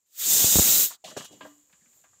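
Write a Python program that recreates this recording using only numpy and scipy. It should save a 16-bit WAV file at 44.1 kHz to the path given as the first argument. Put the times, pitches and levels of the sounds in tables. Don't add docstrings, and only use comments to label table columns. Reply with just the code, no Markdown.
import sys
import numpy as np
from scipy import signal
from scipy.fft import rfft, irfft, next_fast_len
from scipy.io import wavfile
from scipy.ndimage import uniform_filter1d, map_coordinates

SR = 44100
rng = np.random.default_rng(int(sys.argv[2]) if len(sys.argv) > 2 else 0)


def unload_wav(signal):
    wavfile.write(
        sys.argv[1],
        SR,
        np.round(np.clip(np.atleast_2d(signal).T, -1, 1) * 32767).astype(np.int16),
    )


N = 97020

# time_s, jet_db, rumble_over_jet_db, mid_hiss_over_jet_db
BLAST = [(.06, -75, -27, -9), (.095, -71, -20, -12), (.16, -50, -31, -9.5), (.2, -31, -31.5, -12),
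         (.24, -28, -26, -7.5), (.26, -23, -28, -12.5), (.315, -18, -22.5, -15.5), (.45, -18, -24, -13.5),
         (.6, -17.5, -24.5, -13.5), (.76, -18.5, -22, -12), (.845, -21.5, -25.5, -12.5),
         (.89, -36.5, -27.5, -11.5), (.93, -44, -22, -7.5), (.957, -54, -21, -3), (.975, -77, -22, -8),
         (.99, -100, -10.5, -5)]
# time_s, gain_db
JET_TOP = [(.06, -5), (.2, 1), (.27, -1.5), (.34, -1.5), (.6, -1.5), (.8, 2), (.87, 3.5), (.93, -6.5),
           (.99, -7)]
# time_s, pitch_hz, level_over_mid_hiss_db
VENT_WHISTLE = [(0, 3566, -16), (.27, 3539, -18), (.33, 3550, -0.5), (.42, 3620, -15), (.55, 3775, -2.5),
                (.7, 3783, -6.5), (.8, 3980, -19.5), (1, 3950, -23.5)]
# frequency_hz, relative_db
JET_SPECTRUM = [(2940, -41.5), (5000, -10), (5810, -6.5), (6600, -1.5), (7200, 1), (10500, -13.5),
                (13300, -3), (14800, -1), (15600, -5.5), (16000, -16)]
MID_SPECTRUM = [(760, -35), (1300, -12.5), (2030, -10.5), (2390, -9.5), (2500, -7), (3450, -2.5), (3860, 0),
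                (5000, -6.5), (6500, -27), (11000, -120)]
RUMBLE_SPECTRUM = [(18, -40.5), (30, -13.5), (59, -11), (187, -2.5), (335, -3), (497, -4.5), (610, -4),
                   (1300, -13), (1690, -32), (2860, -120)]


def steam_jet(whistle_width_hz=300, top_from_hz=10500):
    jet_db, rumble_db, mid_db = curves(BLAST)
    top_db, = curves(JET_TOP)
    vent_hz, vent_db = curves(VENT_WHISTLE)
    flutter = amp(jet_db + 0.33 * wobble(21) + 0.31 * wobble(300))
    rumble = amp(rumble_db + 1.8 * wobble(60)) * rush(RUMBLE_SPECTRUM, patchy_db=0)
    vent_tone = np.sin(2 * np.pi * np.cumsum(vent_hz) / SR)
    whistle = unit(wobble(whistle_width_hz) * vent_tone)
    mid_hiss = amp(mid_db) * (rush(MID_SPECTRUM, patchy_db=1.5) + amp(vent_db) * whistle)
    jet = rush(JET_SPECTRUM, patchy_db=1)
    top = filtered(jet, lambda hz: 1 / (1 + (top_from_hz / (hz + 1)) ** 20))
    return flutter * (jet + (amp(top_db) - 1) * top + mid_hiss + rumble)


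# start_s, peak_db, direction (+1 push, -1 pull)
GUSTS = [(0.4437, -17, 1), (0.557, -11.5, 1), (0.5656, -16.5, -1), (0.587, -11.5, 1), (0.5949, -10, -1),
         (.698, -31.5, 1)]


def microphone_pops(rise_s=0.00019, fall_s=0.0014):
    t = np.arange(SR // 20) / SR
    push = (1 - np.exp(-t / rise_s)) ** 2 * np.exp(-t / fall_s)
    pulse = bass_cut(push, corner_hz=71)
    out = np.zeros(N)
    for start_s, peak_db, direction in GUSTS:
        out[round(start_s * SR):][:len(t)] += np.sign(direction) * amp(peak_db) * pulse / pulse.max()
    return out


# pitch_hz, relative_db, t60_s
POT_MODES = [(292.2, 3.5, .5), (523, -3.5, 0.19), (519, -29.5, 4.7), (629, 5, 0.13), (1010, -2, 0.19),
             (1050, -9, 0.47), (1180, -0.5, 0.27), (1610, 4, 0.15), (1700, 1, 0.11), (2930, -10, 0.61),
             (3270, -9.5, 0.51), (3608, -23, 0.5), (3930, -12.5, 0.51), (7000, -8, .4)]
# start_s, level_db, centre_hz, width_octaves, rattle_t60_s, ring_gain_db
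POT_KNOCKS = [(0.906, -43.5, 1100, 0.71, 0.12, -40), (1.04, -43.5, 652, 0.34, 0.14, -0.5),
              (1.045, -44, 3200, .5, 0.26, 2), (1.078, -45, 960, 0.33, 0.062, -12),
              (1.114, -46.5, 586, 0.44, 0.02, 0), (1.165, -36, 1330, 0.51, 0.02, -12),
              (1.178, -52, 3300, 0.442, 0.058, 11), (1.208, -45.5, 1720, 0.7, 0.071, -9),
              (1.246, -45, 8900, 0.65, .04, -18), (1.304, -51.5, 196, 1.25, 0.3, -10),
              (1.327, -49, 424, 0.65, 0.12, -9.5), (1.408, -43.5, 860, 1.122, 0.069, -3.5),
              (1.41, -50, 2800, .5, 0.21, -4), (1.424, -65.5, 298, 0.1, 0.5, 12.5),
              (1.448, -44, 730, 0.91, 0.11, -4.5), (1.697, -65.5, 996, 1, 0.069, -20),
              (1.727, -58, 1700, 1.03, 0.095, -12), (1.731, -59, 188.4, 0.21, 0.066, -27),
              (1.81, -71.5, 1800, 0.26, 0.27, -20.5), (1.814, -68.5, 189, 0.51, 0.18, -37),
              (1.858, -63.5, 1910, .5, .08, -22), (1.859, -61.5, 214, 0.24, 0.12, -34),
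              (1.933, -64, 2000, 0.68, 0.037, -22.5), (2.039, -59.5, 1185, 1.1, 0.16, -7.5),
              (2.089, -65, 105, 0.19, 0.22, -30), (2.132, -62.5, 1073, 0.65, .08, -16.5)]


def pot_knocks(rise_cycles=0.46, ring_build=8.8, waver_db=2.5):
    out = np.zeros(N + SR)
    t = np.arange(SR * 4 // 5) / SR
    for start_s, level_db, centre_hz, width_octaves, rattle_t60_s, ring_gain_db in POT_KNOCKS:
        blow_band = lambda hz: amp(-6 * (np.log2((hz + 1) / centre_hz) / width_octaves) ** 2)
        ring = np.zeros(len(t))
        for pitch_hz, mode_db, t60_s in POT_MODES:
            if blow_band(pitch_hz) > .03:
                decay = amp(mode_db - 60 * t / t60_s + waver_db * wobble(29.5, len(t)))
                ring += blow_band(pitch_hz) * decay * np.sin(2 * np.pi * (pitch_hz * t + rng.random()))
        rattle_db = -60 * t / rattle_t60_s
        ring *= 1 - amp(ring_build * rattle_db)
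        attack = 1 - np.exp(-t * centre_hz / rise_cycles)
        thud = attack * amp(rattle_db) * unit(filtered(rng.standard_normal(len(t)), blow_band))
        out[round(start_s * SR):][:len(t)] += amp(level_db) * (amp(ring_gain_db) * ring + thud)
    return out[:N]


# time_s, grit_db, drag_db
SLIDE = [(1.039, -96, -95), (1.042, -48, -62), (1.06, -49.5, -57.5), (1.11, -48.5, -48), (1.14, -56.5, -59),
         (1.163, -60, -61), (1.166, -48.5, -46), (1.178, -38.5, -43.5), (1.21, -46, -51.5),
         (1.24, -50.5, -52), (1.256, -44.5, -56), (1.285, -59, -73), (1.3, -76, -65), (1.308, -69, -74),
         (1.33, -55.5, -63), (1.4, -75, -68), (1.43, -65, -52.5), (1.47, -62.5, -58), (1.55, -80, -72),
         (1.6, -93, -79)]
# frequency_hz, relative_db
GRIT_SPECTRUM = [(1180, -26), (2000, -17.5), (2600, -4.5), (3010, -1), (3400, -2.5), (5210, -5.5),
                 (7250, 0.5), (9580, -14), (14800, -16), (16000, -16.5)]
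DRAG_SPECTRUM = [(35, -45), (70, -24), (130, -6.5), (190, -2), (280, -7), (700, -9), (1000, -14),
                 (2000, -14.5), (2600, -54)]


def pot_scrape(grains_per_s=730, grain_spread_db=3):
    grit_db, drag_db = curves(SLIDE)
    grain_hits = rng.random(N) < grains_per_s / SR
    grains = grain_hits * amp(grain_spread_db * rng.exponential(size=N)) * rng.standard_normal(N)
    drag = amp(drag_db + wobble(49.35)) * rush(DRAG_SPECTRUM, patchy_db=4)
    grit = amp(grit_db + 1.5 * wobble(70)) * rush(GRIT_SPECTRUM, patchy_db=1, source=grains)
    return grit + drag


# time_s, ambience_db, swell_db
NIGHT_LEVELS = [(0, -77.5, -89.5), (.9, -75.5, -87), (1.03, -71, -93), (1.1, -58.5, -92), (1.38, -60, -75),
                (1.47, -58, -68), (1.55, -64, -75), (1.85, -63.5, -82), (1.98, -62.5, -65.5),
                (2.08, -64.5, -83), (2.2, -64.5, -88)]
# frequency_hz, relative_db
NIGHT_SPECTRUM = [(25, -33.5), (70, -9), (130, -9.5), (300, -12), (660, -16), (1760, -18.5), (4680, -17),
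                  (5720, -16.5), (7170, 2), (8990, -18.5), (14500, -25), (16000, -29)]
SWELL_SPECTRUM = [(9000, -59), (11500, -5.5), (13500, 2), (16000, -6.5)]


def night_insects():
    ambience_db, swell_db = curves(NIGHT_LEVELS)
    ambience = amp(ambience_db + .8 * wobble(12)) * rush(NIGHT_SPECTRUM, patchy_db=1)
    return ambience + amp(swell_db) * rush(SWELL_SPECTRUM, patchy_db=-2)


def amp(db):
    return 10 ** (np.asarray(db) / 20)


def unit(x):
    return x / np.sqrt(np.mean(x ** 2) + 1e-20)


def curves(rows):
    time_s, *columns = np.transpose(rows)
    return [np.interp(np.arange(N) / SR, time_s, column, left=-120, right=-120) for column in columns]


def wobble(knots_per_s, n=N):
    knots = rng.standard_normal(int(n * knots_per_s / SR) + 4)
    return map_coordinates(knots, [np.arange(n) * knots_per_s / SR], order=2)


def filtered(x, response):
    size = next_fast_len(len(x) + 8192)
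    return irfft(rfft(x, size) * response(np.fft.rfftfreq(size, 1 / SR)), size)[:len(x)]


def bass_cut(x, corner_hz):
    return signal.sosfilt(signal.butter(3, corner_hz, "high", fs=SR, output="sos"), x)


def rush(spectrum, patchy_db, source=0):
    cells = signal.stft(rng.standard_normal(N) + source, nperseg=256)[2]
    patches = uniform_filter1d(rng.standard_normal(cells.shape), size=5, axis=0)
    patches = uniform_filter1d(patches, size=6, axis=1)
    noise = signal.istft(cells * amp(patchy_db * unit(patches)), nperseg=256)[1][:N]
    points_hz, db = np.transpose(spectrum)
    colour = lambda hz: amp(np.interp(np.log(hz + 1), np.log(points_hz + 1), db, left=-120, right=-120))
    return unit(filtered(noise, colour))


def scene():
    setting_down = bass_cut(pot_knocks() + pot_scrape(), corner_hz=72)
    mono = steam_jet() + microphone_pops() + setting_down + night_insects()
    return np.array([mono, mono])


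def record(dry, top_hz=15780, edge_hz=250):
    band_limit = lambda hz: np.clip((top_hz - hz) / edge_hz, 0, 1) ** .7
    return np.array([filtered(channel, band_limit) for channel in dry])


dry = scene()
out = record(dry)
unload_wav(out)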